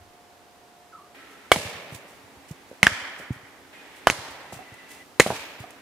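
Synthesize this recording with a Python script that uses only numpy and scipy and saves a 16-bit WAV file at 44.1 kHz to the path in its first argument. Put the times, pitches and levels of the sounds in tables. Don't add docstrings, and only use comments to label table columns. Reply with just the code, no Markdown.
import sys
import numpy as np
from scipy import signal
from scipy.fft import rfft, irfft
from scipy.io import wavfile
from scipy.ndimage import uniform_filter1d

SR = 44100
rng = np.random.default_rng(int(sys.argv[2]) if len(sys.argv) > 2 else 0)


def dump(signal):
    limited = np.clip(np.atleast_2d(signal).T, -1, 1)
    pcm = np.round(limited * 32767).astype(np.int16)
    wavfile.write(sys.argv[1], SR, pcm)


def boost_factor(decibels):
    exponent = np.asarray(decibels, float) / 20
    return 10 ** exponent


N = 256220
TIME = np.arange(N) / SR

# (time [s], peak [dB], mode set [index], bite length [s], echo level [dB])
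BLOWS = [
    (1.5169, -0.5, 0, 0.0024, -36),
    (1.5604, -21, 4, 0.00078, -50),
    (2.8299, -6.5, 1, 0.0024, -35),
    (2.868, -3.5, 6, 0.00079, -40.5),
    (4.0709, 0, 2, 0.00087, -41.5),
    (4.1001, -11, 5, 0.0005, -43.5),
    (5.198, 0.5, 3, 0.0022, -37),
    (5.204, -12.5, 1, 0.0011, -50.5),
]
# (frequency [Hz], likeness [clipped to 0 to 1])
FIELD_LIKENESS = [(60, -1.6), (180, 0.88), (550, 0.81), (1650, 0.27), (4970, 0.26), (15000, 0.024)]
# (frequency [Hz], likeness [clipped to 0 to 1])
ECHO_LIKENESS = [(60, 0.86), (180, 0.99), (550, 0.87), (1650, 0.59), (4970, -1), (15000, -1.8)]


def rms_one(x):
    return x / np.sqrt(np.mean(x ** 2) + 1e-20)


def at_hz(points, hz):
    table = np.array(points)
    return np.interp(np.log(hz), np.log(table[:, 0]), table[:, 1])


def ring(force, hz, t60):
    radius = boost_factor(-60 / (t60 * SR))
    angle = 2 * np.pi * hz / SR
    return signal.lfilter([0, np.sin(angle)], [1, -2 * radius * np.cos(angle), radius * radius], force)


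def add(out, s, sound):
    i = round(s * SR)
    out[..., i:i + sound.shape[-1]] += sound[..., :N - i]


def panned(x, pan_db):
    return x * boost_factor(np.array([[.5], [-.5]]) * pan_db)


def drift(rate):
    r = np.exp(-2 * np.pi * rate / SR)
    return rms_one(signal.lfilter([1], [1, -2 * r, r * r], rng.standard_normal(N + SR))[SR:])


def stereo_noise(spectrum, size, likeness):
    hz = np.maximum(np.fft.rfftfreq(size, 1 / SR), 1)
    alike = np.clip(at_hz(likeness, hz), 0, 1)
    mid, side = rfft(rng.standard_normal((2, size))) * boost_factor(at_hz(spectrum, hz))
    channels = np.sqrt(1 + alike) * mid + np.sqrt(1 - alike) * side * [[1], [-1]]
    return rms_one(irfft(channels, size))


def axe():
    # (frequency [Hz], level [dB], t60 [s])
    logs = [
        [(250, -39, 0.0295), (763, -6.5, 0.013), (848, -3.5, 0.0022), (1200, -6, 0.0035), (1710, 0, 0.0058),
         (2050, -16, 0.031), (2243, -14, 0.044), (3270, -11, 0.019), (4430, -9, 0.0029), (7150, -10.5, .004),
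         (8740, -6, 0.0022)],
        [(201, -22, 0.089), (1083, -7.5, .008), (1571.2, -19.5, 0.0056), (2090, 8, 0.008), (2791.4, 0, .004),
         (3100, -11, 0.0032), (4490, -16, 0.0035), (6580, -8, 0.0034), (9280, -7, 0.0026)],
        [(300, -43, 0.055), (700, -12.5, 0.013), (914, -30.5, 0.028), (1485, 6, 0.0058), (1750, -39, 0.0044),
         (2300, -8.5, 0.0036), (3080, -9.5, 0.027), (4570, -21.5, 0.0076), (6620, -41, 0.0049),
         (9500, -14, .003)],
        [(150.87, -30, 0.011), (620, 1, 0.0054), (1760, -4, 0.0041), (2200, -1, 0.011), (3250, -20.5, 0.011),
         (4020, -5.5, 0.013), (7020, -4.5, 0.0075), (9560, -23.5, 0.0027)],
    ]
    # (frequency [Hz], level [dB], t60 [s])
    splits = [
        [(500, 4, 0.006), (870, -1, 0.0087), (2030, -1, 0.0063), (3417, 3, .004), (4600, -10, .003)],
        [(500, -31, 0.014), (1140, 0, 0.00458), (2200, 6, 0.002), (4230, 0, 0.0022), (6360, 0.5, 0.0042),
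         (8850, -27, .003)],
        [(700, -43.5, 0.0062), (1100, -25.5, .005), (1670, 5, 0.0081), (1960, -9, .02), (2640, -1, 0.0054),
         (4750, -10.5, 0.0049), (6250, -11, 0.0043)],
    ]
    tear_s, tear_db = 0.011, -21
    out, t = np.zeros((2, N)), np.arange(SR // 6) / SR
    for s, peak_db, log, bite_s, _ in BLOWS:
        bite = 1 / (1 + (t / bite_s) ** 6)
        tear = boost_factor(tear_db + 2.1 * np.log2(bite_s / 0.0038)) * np.exp(-t / tear_s)
        strain = boost_factor(-8) * bite + tear
        sound = 0
        for hz, level_db, t60 in (logs + splits)[int(round(log))]:
            cracks = rng.random(len(t)) < 5000 / SR
            force = strain * rng.laplace(size=len(t)) * cracks
            force[0] = 1
            sound = sound + boost_factor(level_db) * ring(force, hz, t60)
        spit = rng.standard_normal(len(t) + 1) + .5 * rng.standard_normal((2, len(t) + 1))
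        spray = boost_factor(-14) * strain * (1 - np.exp(-t / 0.00072)) * np.diff(spit)
        add(out, s, boost_factor(peak_db) * (sound + spray))
    return out


def splinters():
    chips_per_s, chip_db, fall_t60_s = 180, -41, 0.57
    out, t = np.zeros((2, N)), np.arange(SR // 2) / SR
    for s in [row[0] for row in BLOWS[::2]]:
        tick_db = 2.7 * np.minimum(rng.exponential(1, len(t)), 3) - 60 * t / fall_t60_s
        ticks = boost_factor(tick_db) * (rng.random(len(t)) < chips_per_s / SR)
        pitch_of_tick = rng.integers(0, 10, len(t))
        for k, hz in enumerate(np.geomspace(900, 5000, 10)):
            chips = ring(ticks * (pitch_of_tick == k) + 1e-18, hz, 22 / hz)
            add(out, s + 0.02, panned(boost_factor(chip_db) * chips, rng.normal(0, 4.7)))
    return out


def knocks():
    # (time [s], peak [dB], frequency [Hz], t60 [s], pan [dB])
    collisions = [(2.7137, -30.5, 543, 0.016, -1), (2.903, -20, 1750, 0.01113, 0),
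                  (3.199, -28.5, 590, 0.015, 0), (4.525, -24.5, 763, 0.021, -1),
                  (4.590, -37, 740, 0.049, -16), (4.605, -33.5, 746, 0.037, 4),
                  (4.741, -44, 3000, .004, -2), (5.263, -8.5, 700, 0.01, 0.5), (5.3040, -7, 925, 0.0068, 0),
                  (5.371, -14, 3500, 0.013, 2), (5.639, -32.5, 717, 0.079, -3),
                  (5.704, -28, 2200, 0.0054, 3)]
    out, t = np.zeros((2, N)), np.arange(SR // 6) / SR
    for s, peak_db, hz, t60, pan_db in collisions:
        rattle = rng.laplace(size=len(t)) * (rng.random(len(t)) < 1500 / SR)
        force = boost_factor(-18.5) * np.exp(-t / 0.024) * rattle
        force[0] = 1
        sound = ring(force, hz, t60)
        sound = sound + .5 * ring(force, 1.7 * hz, .8 * t60)
        sound = sound + .35 * ring(force, 2.5 * hz, .4 * t60)
        softness = np.clip(.83 - .001 * (peak_db + 30), .3, .95)
        sound = signal.lfilter([(1 - softness) ** 3], np.poly([softness] * 3), sound)
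        add(out, s, panned(-boost_factor(peak_db + 0.5) * sound, pan_db))
    return out


def thuds():
    # (time [s], peak [dB], frequency [Hz])
    landings = [(1.563, -14.5, 175), (1.583, -26, 100), (1.652, -21, 102), (1.746, -32, 99.46),
                (1.922, -23, 141), (1.947, -26, 116), (2.239, -39, 111.3), (2.366, -37, 78),
                (2.509, -17.5, 154.4), (2.915, -22, 102), (3.018, -37, 100), (3.209, -41, 110),
                (3.305, -10.5, 127.6), (3.306, -16, 268), (3.36, -32, 130), (3.429, -37, 120),
                (4.113, -24, 115), (4.185, -27.5, 103.4), (4.299, -38, 80), (4.531, -27.5, 173),
                (4.562, -29, 125), (4.719, -30.5, 118), (5.289, -26, 115.9), (5.392, -37, 80),
                (5.602, -22.5, 118)]
    turf_cycles, push_s = 6.8, 0.0002
    out, t = np.zeros(N), np.arange(SR // 4) / SR
    push = t * np.exp(-t / push_s)
    for s, peak_db, hz in landings:
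        t60 = turf_cycles / hz
        sound = ring(push, hz, t60) + 0.23 * ring(push, 1.66 * hz, 0.56 * t60)
        add(out, s, boost_factor(peak_db - 7.0) * sound / np.abs(sound).max())
    return out


def grass():
    # (time [s], level [dB], t60 of the fall [s], pan [dB])
    rustles = [(1.3, -59, 0.21, -2), (1.69, -43, 0.043, 4), (1.912, -50.5, 0.22, -4),
               (1.94, -44.5, 0.13, -8), (2.06, -56.5, 0.53, 2), (2.478, -54, 0.17, -9),
               (2.51, -52, 0.061, -4.5), (2.66, -61, .5, 1), (3.177, -51, 0.22, -11.5),
               (3.32, -52, 0.15, 3.5), (3.95, -54, 0.25, 3), (4.30, -49, .12, -5), (4.517, -43, 0.24, 3.5),
               (4.741, -46.5, 0.016, 11), (4.88, -47, 0.48, 1.5), (5.59, -50.5, 0.19, 6),
               (5.705, -45.5, .03, -1)]
    # (frequency [Hz], level per Hz [dB])
    blades = [(880, -39), (1500, -25), (2500, 0), (4080, -5.5), (7000, -2.5), (9850, -3.5), (13500, -10.5),
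              (15500, -6.5), (17000, -25)]
    gain = np.zeros((2, N))
    for s, level_db, t60, pan_db in rustles:
        after, rise = np.maximum(TIME - s, 0), 0.064 * t60
        fall = boost_factor(level_db - 60 * np.maximum(after - rise, 0) / t60)
        gain += panned(np.minimum(after / rise, 1) * fall, pan_db)
    grain = boost_factor(2.7 * rms_one(uniform_filter1d(rng.standard_normal(N), size=60)))
    return gain * rms_one(grain * stereo_noise(blades, N, FIELD_LIKENESS))


def forest():
    # (frequency [Hz], level per Hz [dB])
    radiated = [
        [(88, -34), (150, -3.5), (248, -12), (425, -4), (459, -3.5), (515, -3.5), (649, -2.5), (991, -8),
         (1300, -12.5), (2230, -4.5), (2860, -8.5), (15000, -30.5)],
        [(88, -36), (150, -22.5), (221, -14), (273, -12), (364, -22), (589, -9.5), (1130, -6), (1870, 0),
         (2360, -1.5), (2750, -12), (3150, -5), (3820, -16.5), (4810, -15), (15000, -39.5)],
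        [(88, -22), (150, -4), (229, -30), (267, -11.5), (459, -6.5), (624, -2.5), (1230, -3.5), (3670, -12),
         (4210, -11.5), (4810, -13.5), (15000, -33.5)],
        [(88, -35), (150, -11), (238, -22), (273, -10), (401, -12.5), (589, -4.5), (833, -9.5), (991, -5.5),
         (1250, -8), (2310, -4.5), (15000, -27.5)],
    ]
    # (frequency [Hz], t60 [s])
    echo_t60 = [(100, 1.3), (500, 1.5), (2000, 1.4), (5000, 0.85), (10000, .5), (16000, 1.5)]
    new_log_s = [
        2.45,
        3.73,
        5.03,
    ]
    near_db, near_t60_s = 5.5, 0.13
    trees_db, build_s, linger_db_per_s = -2.5, .07, 3.5
    t, out = np.arange(SR * 3 // 2) / SR, np.zeros((2, N))
    centres = 40 * 2 ** np.arange(0, 9.1, .5)
    near = boost_factor(near_db - 60 * t / near_t60_s)
    swell = near + boost_factor(trees_db + linger_db_per_s * t) * (1 - np.exp(-t / build_s))
    for s, _, _, _, echo_db in BLOWS:
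        colour = radiated[np.searchsorted(new_log_s, s)]
        scattered = rfft(stereo_noise(colour, len(t), ECHO_LIKENESS))
        hz = np.arange(1, scattered.shape[1] + 1) * SR / len(t)
        scattered = scattered * boost_factor(1.2 * drift(66.36)[:len(hz)] / (1 + (hz / 3000) ** 4))
        trunks = boost_factor(1.4 * drift(100)[:len(t)])
        for centre in centres:
            share = np.clip(1 - 2 * np.abs(np.log2(hz / centre)), 0, 1)
            fade = boost_factor(-60 * (t - .22) / at_hz(echo_t60, centre))
            band = irfft(scattered * share, len(t))
            add(out, s, boost_factor(echo_db) * swell * trunks * fade * band)
    return out


def bird():
    start_s, length_s, level_db, fade_db_per_s = .921, .155, -46.5, 75
    low_hz, drop_hz, drop_s, lift_hz_per_s = 1000, 640, .031, 1800
    t = np.maximum(TIME - start_s, 0)
    gate = np.clip(np.minimum(t / 0.01, (length_s - t) / 0.021), 0, 1)
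    hz = low_hz + drop_hz * np.exp(-t / drop_s) + lift_hz_per_s * np.minimum(t, length_s)
    phase = 2 * np.pi * np.cumsum(hz + 60 * drift(86)) / SR
    call = gate * boost_factor(level_db - fade_db_per_s * t + 2.1 * drift(76)) * np.sin(phase)
    echoes = [(0, 1.2), (.007, .6), (.016, .45), (.029, .3)]   # (delay [s], gain)
    return sum(gain * np.roll(call, round(delay * SR)) for delay, gain in echoes)


def drones():
    # (start [s], end [s], frequency [Hz], level [dB], wander [Hz])
    tones = [
        (-.1, 1.15, 710.6, -60.5, 2.5),
        (1.15, 5.9, 275, -63, 9),
        (1.17, 1.5, 1325, -59, 45),
        (4.4, 4.65, 2000, -65, 20),
        (4.658, 4.705, 1990, -50.5, 6),
        (4.725, 4.762, 1990, -51.5, 6),
        (4.775, 5.035, 1990, -53.5, 24),
        (4.55, 5.03, 2700, -63, 30),
        (3.74, 3.83, 2480, -55.5, 70),
        (5.6, 5.9, 710, -64, 5),
    ]
    out = np.zeros(N)
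    for start, end, hz, level_db, wander_hz in tones:
        gate = np.clip(np.minimum(TIME - start, end - TIME) / .015, 0, 1)
        waver = 12 / wander_hz + drift(wander_hz) + 1j * drift(wander_hz)
        waver = waver / np.sqrt(np.mean(np.abs(waver[gate > 0]) ** 2) / 2)
        out += boost_factor(level_db) * gate * (waver * np.exp(2j * np.pi * hz * TIME)).real
    return out


def ambience():
    # (frequency [Hz], level per Hz [dB])
    hush = [(25, -40.5), (60, -15.5), (153, -16), (277, -11.5), (416, -10), (516, -13), (800, -11),
            (1230, -16), (2610, -21.5), (6000, -26.5), (12000, -31.5), (16000, -36)]
    # (frequency [Hz], level per Hz [dB])
    chatter = [(600, -28.5), (1200, -6), (1900, 6), (2700, 0), (3600, -5.5), (6000, -21.5), (12000, -32)]
    # (start [s], hush level [dB], chatter level [dB], leftover echo above chatter [dB])
    stretches = [
        (0, -54, -82, 0),
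        (1.147, -51.5, -64, 14.5),
        (2.45, -52, -62.5, 4),
        (3.73, -50.5, -53.5, 4),
        (5.03, -51.5, -73.5, 5.5),
    ]
    leftover_s = 0.65
    stretch = np.searchsorted(np.array(stretches)[1:, 0], TIME)
    start, hush_db, far_db, leftover_db = np.transpose(stretches)[:, stretch]
    far_db = far_db + leftover_db * np.exp(-(TIME - start) / leftover_s)
    near = boost_factor(hush_db) * stereo_noise(hush, N, FIELD_LIKENESS)
    return near + boost_factor(far_db) * stereo_noise(chatter, N, ECHO_LIKENESS)


def breeze():
    breeze_db, gust_db, gust_t60_s = -72, -57, .5
    spectrum = [(15, -3), (45, -23), (90, -3), (200, -36), (20000, -87.0)]   # (frequency [Hz], level [dB])
    noise = stereo_noise(spectrum, N, [(20, .6), (200, .7)])
    strength = boost_factor(breeze_db) + boost_factor(gust_db - 60 * TIME / gust_t60_s)
    return strength * boost_factor(1.7 * drift(5)) * noise


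def scene():
    left_db, left_lag_s = -0.7751, 1.7e-5
    wood = axe() + splinters() + knocks() + thuds()
    wood = signal.sosfilt(signal.butter(3, 75, "high", fs=SR, output="sos"), wood)
    lag = np.exp(-2j * np.pi * np.fft.rfftfreq(N, 1 / SR) * left_lag_s)
    wood[0] = irfft(rfft(wood[0]) * lag, N)
    around = forest() + grass() + bird() + drones() + ambience() + breeze()
    return panned(wood + around, 2 * left_db)


def band_limit(x):
    return signal.sosfilt(signal.butter(12, 16220, fs=SR, output="sos"), x)


def record(dry):
    treble_cut = signal.cheby2(10, 60, 16800, fs=SR, output="sos")
    bass_cut = signal.butter(2, 30, "high", fs=SR, output="sos")
    mix = signal.sosfilt(treble_cut, np.clip(dry, -1, 1))
    mix = signal.sosfilt(bass_cut, mix)
    return band_limit(np.clip(mix, -1, 1))


dry = scene()
out = record(dry)
dump(out)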